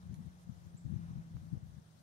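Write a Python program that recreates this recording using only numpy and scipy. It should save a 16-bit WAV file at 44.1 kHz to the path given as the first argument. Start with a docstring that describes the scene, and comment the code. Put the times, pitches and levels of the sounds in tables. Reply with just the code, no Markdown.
"""Soft low thumps of a light breeze on the left of two hand-held microphones, in a sandy outdoor arena.
An engine passes about 22 m off, its hum falling in pitch over a faint roar; a weak low rumble lies under it.
A hoof knocks twice, sand is scuffed, tack ticks, a bird chips once and the trees hiss softly.
Gusts and rumble are filtered random kicks, the hum a gliding sine with its octave, roar and hiss filtered
noise; knocks and tick are dying sines, scuffs grainy noise, the chip a rising sine with scattered echoes."""
import sys
import numpy as np
from scipy import signal
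from scipy.io import wavfile
from scipy.ndimage import uniform_filter1d

SR = 44100
rng = np.random.default_rng(int(sys.argv[2]) if len(sys.argv) > 2 else 0)


def transcribe(u):
    """Save the signal u as a 16-bit wav file named by the first command-line argument.

    u: samples, shape (n,) or (channels, n), limited to [-1, 1]; the rate is SR.
    q: integer samples, one column per channel.
    """
    v = np.clip(np.atleast_2d(u).T, -1, 1)
    q = np.round(v * 32767).astype(np.int16)
    wavfile.write(sys.argv[1], SR, q)


N = 89478

# Gusts at the left microphone, before its port: [t/s, level/dB, upper over lower thump/dB]
GUSTS = [(0, -65.5, -17), (.06, -46.5, 3), (.085, -51.5, -10), (.097, -38.5, -6.5), (.127, -42.5, 8),
         (.168, -50.5, -1), (.19, -37, 11.5), (.23, -53, 0), (.27, -40, -2), (.3, -53.5, -27),
         (.36, -61, -11), (.44, -64, -19), (.47, -52, 1), (.49, -37.5, 5.5), (.515, -48, 7),
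         (.535, -50, -9), (.62, -54.5, -12), (.67, -47, -1.5), (.72, -63.5, -14), (.745, -42, 0),
         (.78, -61.5, 32), (.838, -58, -6), (.85, -34.5, -2), (.885, -42.5, -3.5), (.92, -34, 3),
         (.965, -34.5, -2), (.98, -42.5, 4.5), (1.08, -47.5, -8), (1.11, -40, 2), (1.135, -48, 1),
         (1.18, -37, -2.5), (1.24, -59.5, 5), (1.31, -53.5, 4), (1.33, -45.5, -7), (1.36, -36, -18),
         (1.39, -51.5, -27), (1.435, -47, 5), (1.517, -49.5, -3), (1.528, -31.5, 1.5), (1.575, -40, -7.5),
         (1.6, -59, -4), (1.63, -43, -2), (1.67, -50.5, -11), (1.765, -52.5, -3), (1.782, -41, -5.5),
         (1.81, -73, 10), (2.03, -62.5, 2)]
# Gritty puffs on top of the sharpest gusts: [t/s, length/s, level/dB]
PUFFS = [(.18, 0.026, -66), (1.525, .07, -63.5)]
# Loudness of the engine's hum, wavering through the air: [t/s, level/dB]
HUM = [(0, -56), (.21, -53), (.3, -62), (.42, -60), (.56, -63), (.75, -56), (.88, -56), (.93, -56),
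       (1.04, -48), (1.13, -51.5), (1.2, -48), (1.3, -54.5), (1.36, -49.5), (1.41, -55), (1.52, -54),
       (1.64, -62), (1.8, -64), (2.03, -71)]
# Roar of the passing engine: [t/s, level/dB]
ROAR = [(0, -72.5), (.6, -75), (.85, -75.5), (.95, -69), (1.2, -69), (1.3, -75.5), (1.6, -74.5),
        (2.03, -84.5)]
# Weak low rumble heard at both microphones, perhaps the distant engine: [t/s, level/dB]
RUMBLE = [(0, -64.5), (.12, -58.5), (.3, -63.5), (.45, -61.5), (.6, -72), (.75, -65.5), (.9, -59),
          (1.0, -63), (1.08, -55.5), (1.15, -56), (1.22, -59.5), (1.3, -58), (1.5, -63), (1.58, -54.5),
          (1.7, -60), (1.85, -61.5), (2.03, -68)]
# Hoof knocks at the right microphone: [t/s, thud level/dB, click level/dB]
KNOCKS = [(0.874, -49, -73), (1.3684, -53, -42)]
# Sand scuffs at the right microphone: [t/s, length/s, level/dB]
SCUFFS = [(.0, 0.049, -77.5), (0.146, 0.025, -70.5), (0.25, 0.029, -75), (0.372, 0.089, -72.5),
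          (1.675, 0.024, -79)]
# Modes of the ticking tack: [f/Hz, left level/dB, right level/dB, t60/s]
TACK = [(2300, -67, -60, .015), (3300, -66, -63, .016), (4150, -58, -62, .015), (6950, -45, -43, .005),
        (10500, -47, -38, .004), (11800, -82, -72, .09), (10150, -79, -71, .1)]
# Spectrum of the hiss of trees and air, relative to AIR_DB: [f/Hz, left level/dB, right level/dB]
AIR = [(225, 2, 7.5), (422, -4, -2), (673, 1.5, -1), (894, -6, -6), (1610, -6, -10), (2005, -11.5, -10),
       (2650, -13, -38), (3550, -8, -15.5), (5000, -12, -19), (5650, -6, -21), (6790, -14, -16),
       (7980, -17, -19), (9500, -20, -10.5), (9840, -24, -16), (10970, -21, -17.5), (14300, -24.5, -24)]

# Random kicks of gusts and rumble: band edges, and how far chance swells are levelled (0 to 1)
LOW_HZ, SPLIT_HZ, HIGH_HZ, EDGE_HZ, EDGE_DB = 64.7, 123.3, 217.7, 351, -15.5
KICKS_PER_S, EVENING, EVEN_S = 600, 0.86, 0.03

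# Gusts: microphone port and top of the puffs
PORT_CUT_HZ, PUFF_HIGH_HZ = 378, 610

# Engine: distance is at the closest point of its straight path
ENGINE_HZ, SPEED_M_S, DISTANCE_M, CLOSEST_S = 168.44, 26, 22.43, 1.05
OCTAVE_DB, OCTAVE_WAVER_DB, HUM_ROUGH_RAD = -26.5, 3, .06
ROAR_LOW_HZ, ROAR_HIGH_HZ, RIGHT_LAG_S = 395, 1610, 0.00033

# Rumble: left level relative to the right, and upper over lower band
RUMBLE_LEFT_DB, RUMBLE_BRIGHT_DB = -2, -4

# Hoof and sand: left levels are relative to the right
THUD_HZ, THUD_T60_S, KNOCK_LEFT_DB = 267, 0.083, -13
CLICK_HZ, CLICK_T60_S = 1200, .0026
SCUFF_LOW_HZ, SCUFF_HIGH_HZ, SCUFF_LEFT_DB = 2600, 11700, -21.5

# Tack
TICK_S, TICK_RISE_S, TICK_LEFT_LAG_S = .1419, .001, .0005
SNAP_DB, SNAP_T60_S = -63, .018

# Bird: the pitch heads toward CHIP_TOWARD_HZ with time constant CHIP_RISE_S
CHIP_S, CHIP_LENGTH_S, CHIP_DB, CHIP_LEFT_DB = .7655, .025, -64.5, -3
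CHIP_FROM_HZ, CHIP_TOWARD_HZ, CHIP_RISE_S = 6450, 8600, .015
ECHO_DB, ECHO_T60_S, NEAR_ECHO_DB, NEAR_ECHO_S = 0, .38, -3, .011

# Background hiss, and the limits of the microphones
AIR_DB, AIR_PATCHY_DB = -57, 1.53
LOW_CUT_HZ, CUTOFF_HZ = 44, 15650


def amp(db):
    """Decibels to gain."""
    return 10 ** (np.asarray(db) / 20)


def rms_one(x):
    """Scale to unit rms."""
    return x / np.sqrt(np.mean(x ** 2, axis=-1, keepdims=True) + 1e-20)


def in_time(rows):
    """Columns of a table joined by straight lines in time."""
    s, *columns = np.transpose(rows)
    return [np.interp(np.arange(N) / SR, s, column) for column in columns]


def band(x, low_hz, high_hz, order=2):
    """Butterworth band-pass."""
    edges_hz = [low_hz, min(high_hz, .45 * SR)]
    return signal.sosfilt(signal.butter(order, edges_hz, "band", fs=SR, output="sos"), x)


def drift(rate_hz):
    """Slow random wander of spread 1: twice-smoothed noise, drawn every 40 samples."""
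    r = np.exp(-2 * np.pi * rate_hz * 40 / SR)
    # the first 2000 steps let the smoothing settle
    slow = signal.lfilter([1], [1, -2 * r, r * r], rng.standard_normal(N // 40 + 2002))[2000:]
    return np.interp(np.arange(N) / 40, np.arange(len(slow)), rms_one(slow - slow.mean()))


def ring(s, hz, t60):
    """A sine of unit starting height, struck at time s and dying away by 60 dB in t60."""
    t = np.maximum(np.arange(N) / SR - s, 0)
    return np.sin(2 * np.pi * hz * t) * amp(-60 * t / t60)


def swells(rows):
    """A smooth half-sine swell for each row of start, length and level."""
    t = np.arange(N) / SR
    return sum(amp(db) * np.sin(np.pi * np.clip((t - s) / length, 0, 1)) for s, length, db in rows)


def late(x, lag_s):
    """Delay by a fraction of a millisecond."""
    return np.interp(np.arange(N) - lag_s * SR, np.arange(N), x)


def low_kicks(brightness_db):
    """Random kicks filtered to a low band, a higher band and a weak upper edge."""
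    # one extra second ahead lets the filters settle
    kicks = (rng.random(N + SR) < KICKS_PER_S / SR) * rng.standard_normal(N + SR) + 1e-9
    low = rms_one(band(kicks, LOW_HZ, SPLIT_HZ)[SR:])
    high = rms_one(band(kicks, SPLIT_HZ, HIGH_HZ, order=3)[SR:])
    edge = rms_one(band(kicks, HIGH_HZ, EDGE_HZ, order=3)[SR:])
    upper = evened(high + amp(EDGE_DB) * edge)
    # the divisor keeps the power steady as brightness changes
    return (evened(low) - amp(brightness_db) * upper) / np.sqrt(1 + amp(2 * brightness_db))


def evened(x):
    """Noise with its chance swells partly levelled by dividing by its smoothed power."""
    power = uniform_filter1d(x ** 2, int(EVEN_S * SR))
    power = uniform_filter1d(power, int(EVEN_S * SR / 2))
    return rms_one(x / (power + 0.012) ** (EVENING / 2))


def gusts():
    """Wind on the left microphone only: pressure kicks through its port, with gritty puffs on top."""
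    gust_db, brightness_db = in_time(GUSTS)
    port = signal.butter(3, PORT_CUT_HZ, fs=SR, output="sos")
    thumps = signal.sosfilt(port, amp(gust_db) * low_kicks(brightness_db))
    grit = rms_one(band(rng.standard_normal(N), HIGH_HZ, PUFF_HIGH_HZ))
    return np.array([thumps + swells(PUFFS) * grit, np.zeros(N)])


def engine():
    """Hum and roar of an engine driving past: the pitch falls as approach turns to retreat."""
    along_m = SPEED_M_S * (np.arange(N) / SR - CLOSEST_S)
    receding_m_s = SPEED_M_S * along_m / np.hypot(along_m, DISTANCE_M)
    hz = ENGINE_HZ / (1 + receding_m_s / 343)  # Doppler shift, speed of sound 343 m/s
    phase = 2 * np.pi * np.cumsum(hz) / SR + HUM_ROUGH_RAD * drift(5.5) + rng.uniform(0, 2 * np.pi)
    octave = amp(OCTAVE_DB + OCTAVE_WAVER_DB * drift(8.7)) * np.sin(2 * phase)
    hum = np.sqrt(2) * amp(in_time(HUM)[0]) * (np.sin(phase) + octave)
    roar = amp(in_time(ROAR)[0]) * rms_one(band(rng.standard_normal(N), ROAR_LOW_HZ, ROAR_HIGH_HZ))
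    sound = hum + roar
    return np.array([sound, late(sound, RIGHT_LAG_S)])


def rumble():
    """Weak low rumble, perhaps the distant engine: the same random kicks at both microphones."""
    sound = amp(in_time(RUMBLE)[0]) * low_kicks(RUMBLE_BRIGHT_DB)
    return np.array([amp(RUMBLE_LEFT_DB) * sound, sound])


def knocks():
    """A hoof's dull push into the sand, a dying low sine, with a short click on top."""
    sound = np.zeros(N)
    for s, thud_db, click_db in KNOCKS:
        sound -= amp(thud_db) * ring(s, THUD_HZ, THUD_T60_S)
        sound += amp(click_db) * ring(s, CLICK_HZ, CLICK_T60_S)
    return np.array([amp(KNOCK_LEFT_DB) * sound, sound])


def scuffs():
    """Brief sprays of sand: grainy bright noise under a smooth swell."""
    grains = rng.standard_normal((2, N)) * (1 + rng.exponential(1, N))
    spray = rms_one(band(grains, SCUFF_LOW_HZ, SCUFF_HIGH_HZ))
    return amp([[SCUFF_LEFT_DB], [0]]) * swells(SCUFFS) * spray


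def tick():
    """One tick of a small metal fitting, rising within a millisecond: a few modes and a broad snap."""
    since_s = np.arange(N) / SR - TICK_S
    rise = np.clip(since_s / TICK_RISE_S, 0, 1) ** 2
    modes = sum(amp([[left_db], [right_db]]) * ring(TICK_S, hz, t60) for hz, left_db, right_db, t60 in TACK)
    left, right = rise * modes
    dying = amp(SNAP_DB - 60 * np.maximum(since_s, 0) / SNAP_T60_S)
    # the snap shares the band and left-right balance of the scuffs
    snap = rise * dying * rms_one(band(rng.standard_normal((2, N)), SCUFF_LOW_HZ, SCUFF_HIGH_HZ))
    return np.array([late(left, TICK_LEFT_LAG_S), right]) + amp([[SCUFF_LEFT_DB], [0]]) * snap


def bird():
    """A short rising chip, blurred by near branches and scattered back by the trees as a dying smear."""
    t = np.clip(np.arange(N) / SR - CHIP_S, 0, CHIP_LENGTH_S)
    hz = CHIP_TOWARD_HZ - (CHIP_TOWARD_HZ - CHIP_FROM_HZ) * np.exp(-t / CHIP_RISE_S)
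    swell = np.sin(np.pi * (t / CHIP_LENGTH_S) ** 0.73)
    chip = swell * np.sin(2 * np.pi * np.cumsum(hz) / SR)
    lags = np.arange(SR // 3) / SR
    # sparse dying reflections, one lag in ten, scaled to unit energy on each side
    reflects = rng.random((2, len(lags))) < .1
    trunks = rng.standard_normal((2, len(lags))) * reflects * amp(-60 * lags / ECHO_T60_S)
    trunks /= np.sqrt(np.sum(trunks ** 2, axis=1, keepdims=True))
    branches = rng.standard_normal(trunks.shape) * (lags < NEAR_ECHO_S) / np.sqrt(NEAR_ECHO_S * SR)
    echoes = amp(ECHO_DB) * trunks + amp(NEAR_ECHO_DB) * branches
    scattered = signal.fftconvolve(chip[None], echoes, axes=1)[:, :N]
    return amp([[CHIP_DB + CHIP_LEFT_DB], [CHIP_DB]]) * (chip + scattered)


def air():
    """Hiss of trees and air: fifth-octave bands of unrelated noise on each side, gently patchy."""
    hz, left_db, right_db = np.transpose(AIR)
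    edges_hz = 200 * 2 ** np.arange(0, 6.5, .2)
    white = rng.standard_normal((2, 2, N))  # two stereo noises, so neighbouring bands are unrelated
    together = drift(3.8)
    hiss = np.zeros((2, N))
    for k, (low, high) in enumerate(zip(edges_hz, edges_hz[1:])):
        log_centre = np.log(low * high) / 2
        level_db = [[np.interp(log_centre, np.log(hz), side_db)] for side_db in (left_db, right_db)]
        patches_db = AIR_PATCHY_DB * (0.48 * together + drift(23))
        hiss += amp(level_db + patches_db) * band(white[k % 2], low, high)
    return amp(AIR_DB) * hiss


def scene():
    """All sources at the two microphones."""
    return gusts() + engine() + rumble() + knocks() + scuffs() + tick() + bird() + air()


def record(dry):
    """The microphones roll off the deep bass; the top is cut steeply."""
    thin = signal.sosfilt(signal.butter(2, LOW_CUT_HZ, "high", fs=SR, output="sos"), dry)
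    return signal.sosfilt(signal.ellip(12, .5, 60, CUTOFF_HZ, fs=SR, output="sos"), thin)


dry = scene()
out = record(dry)
transcribe(out)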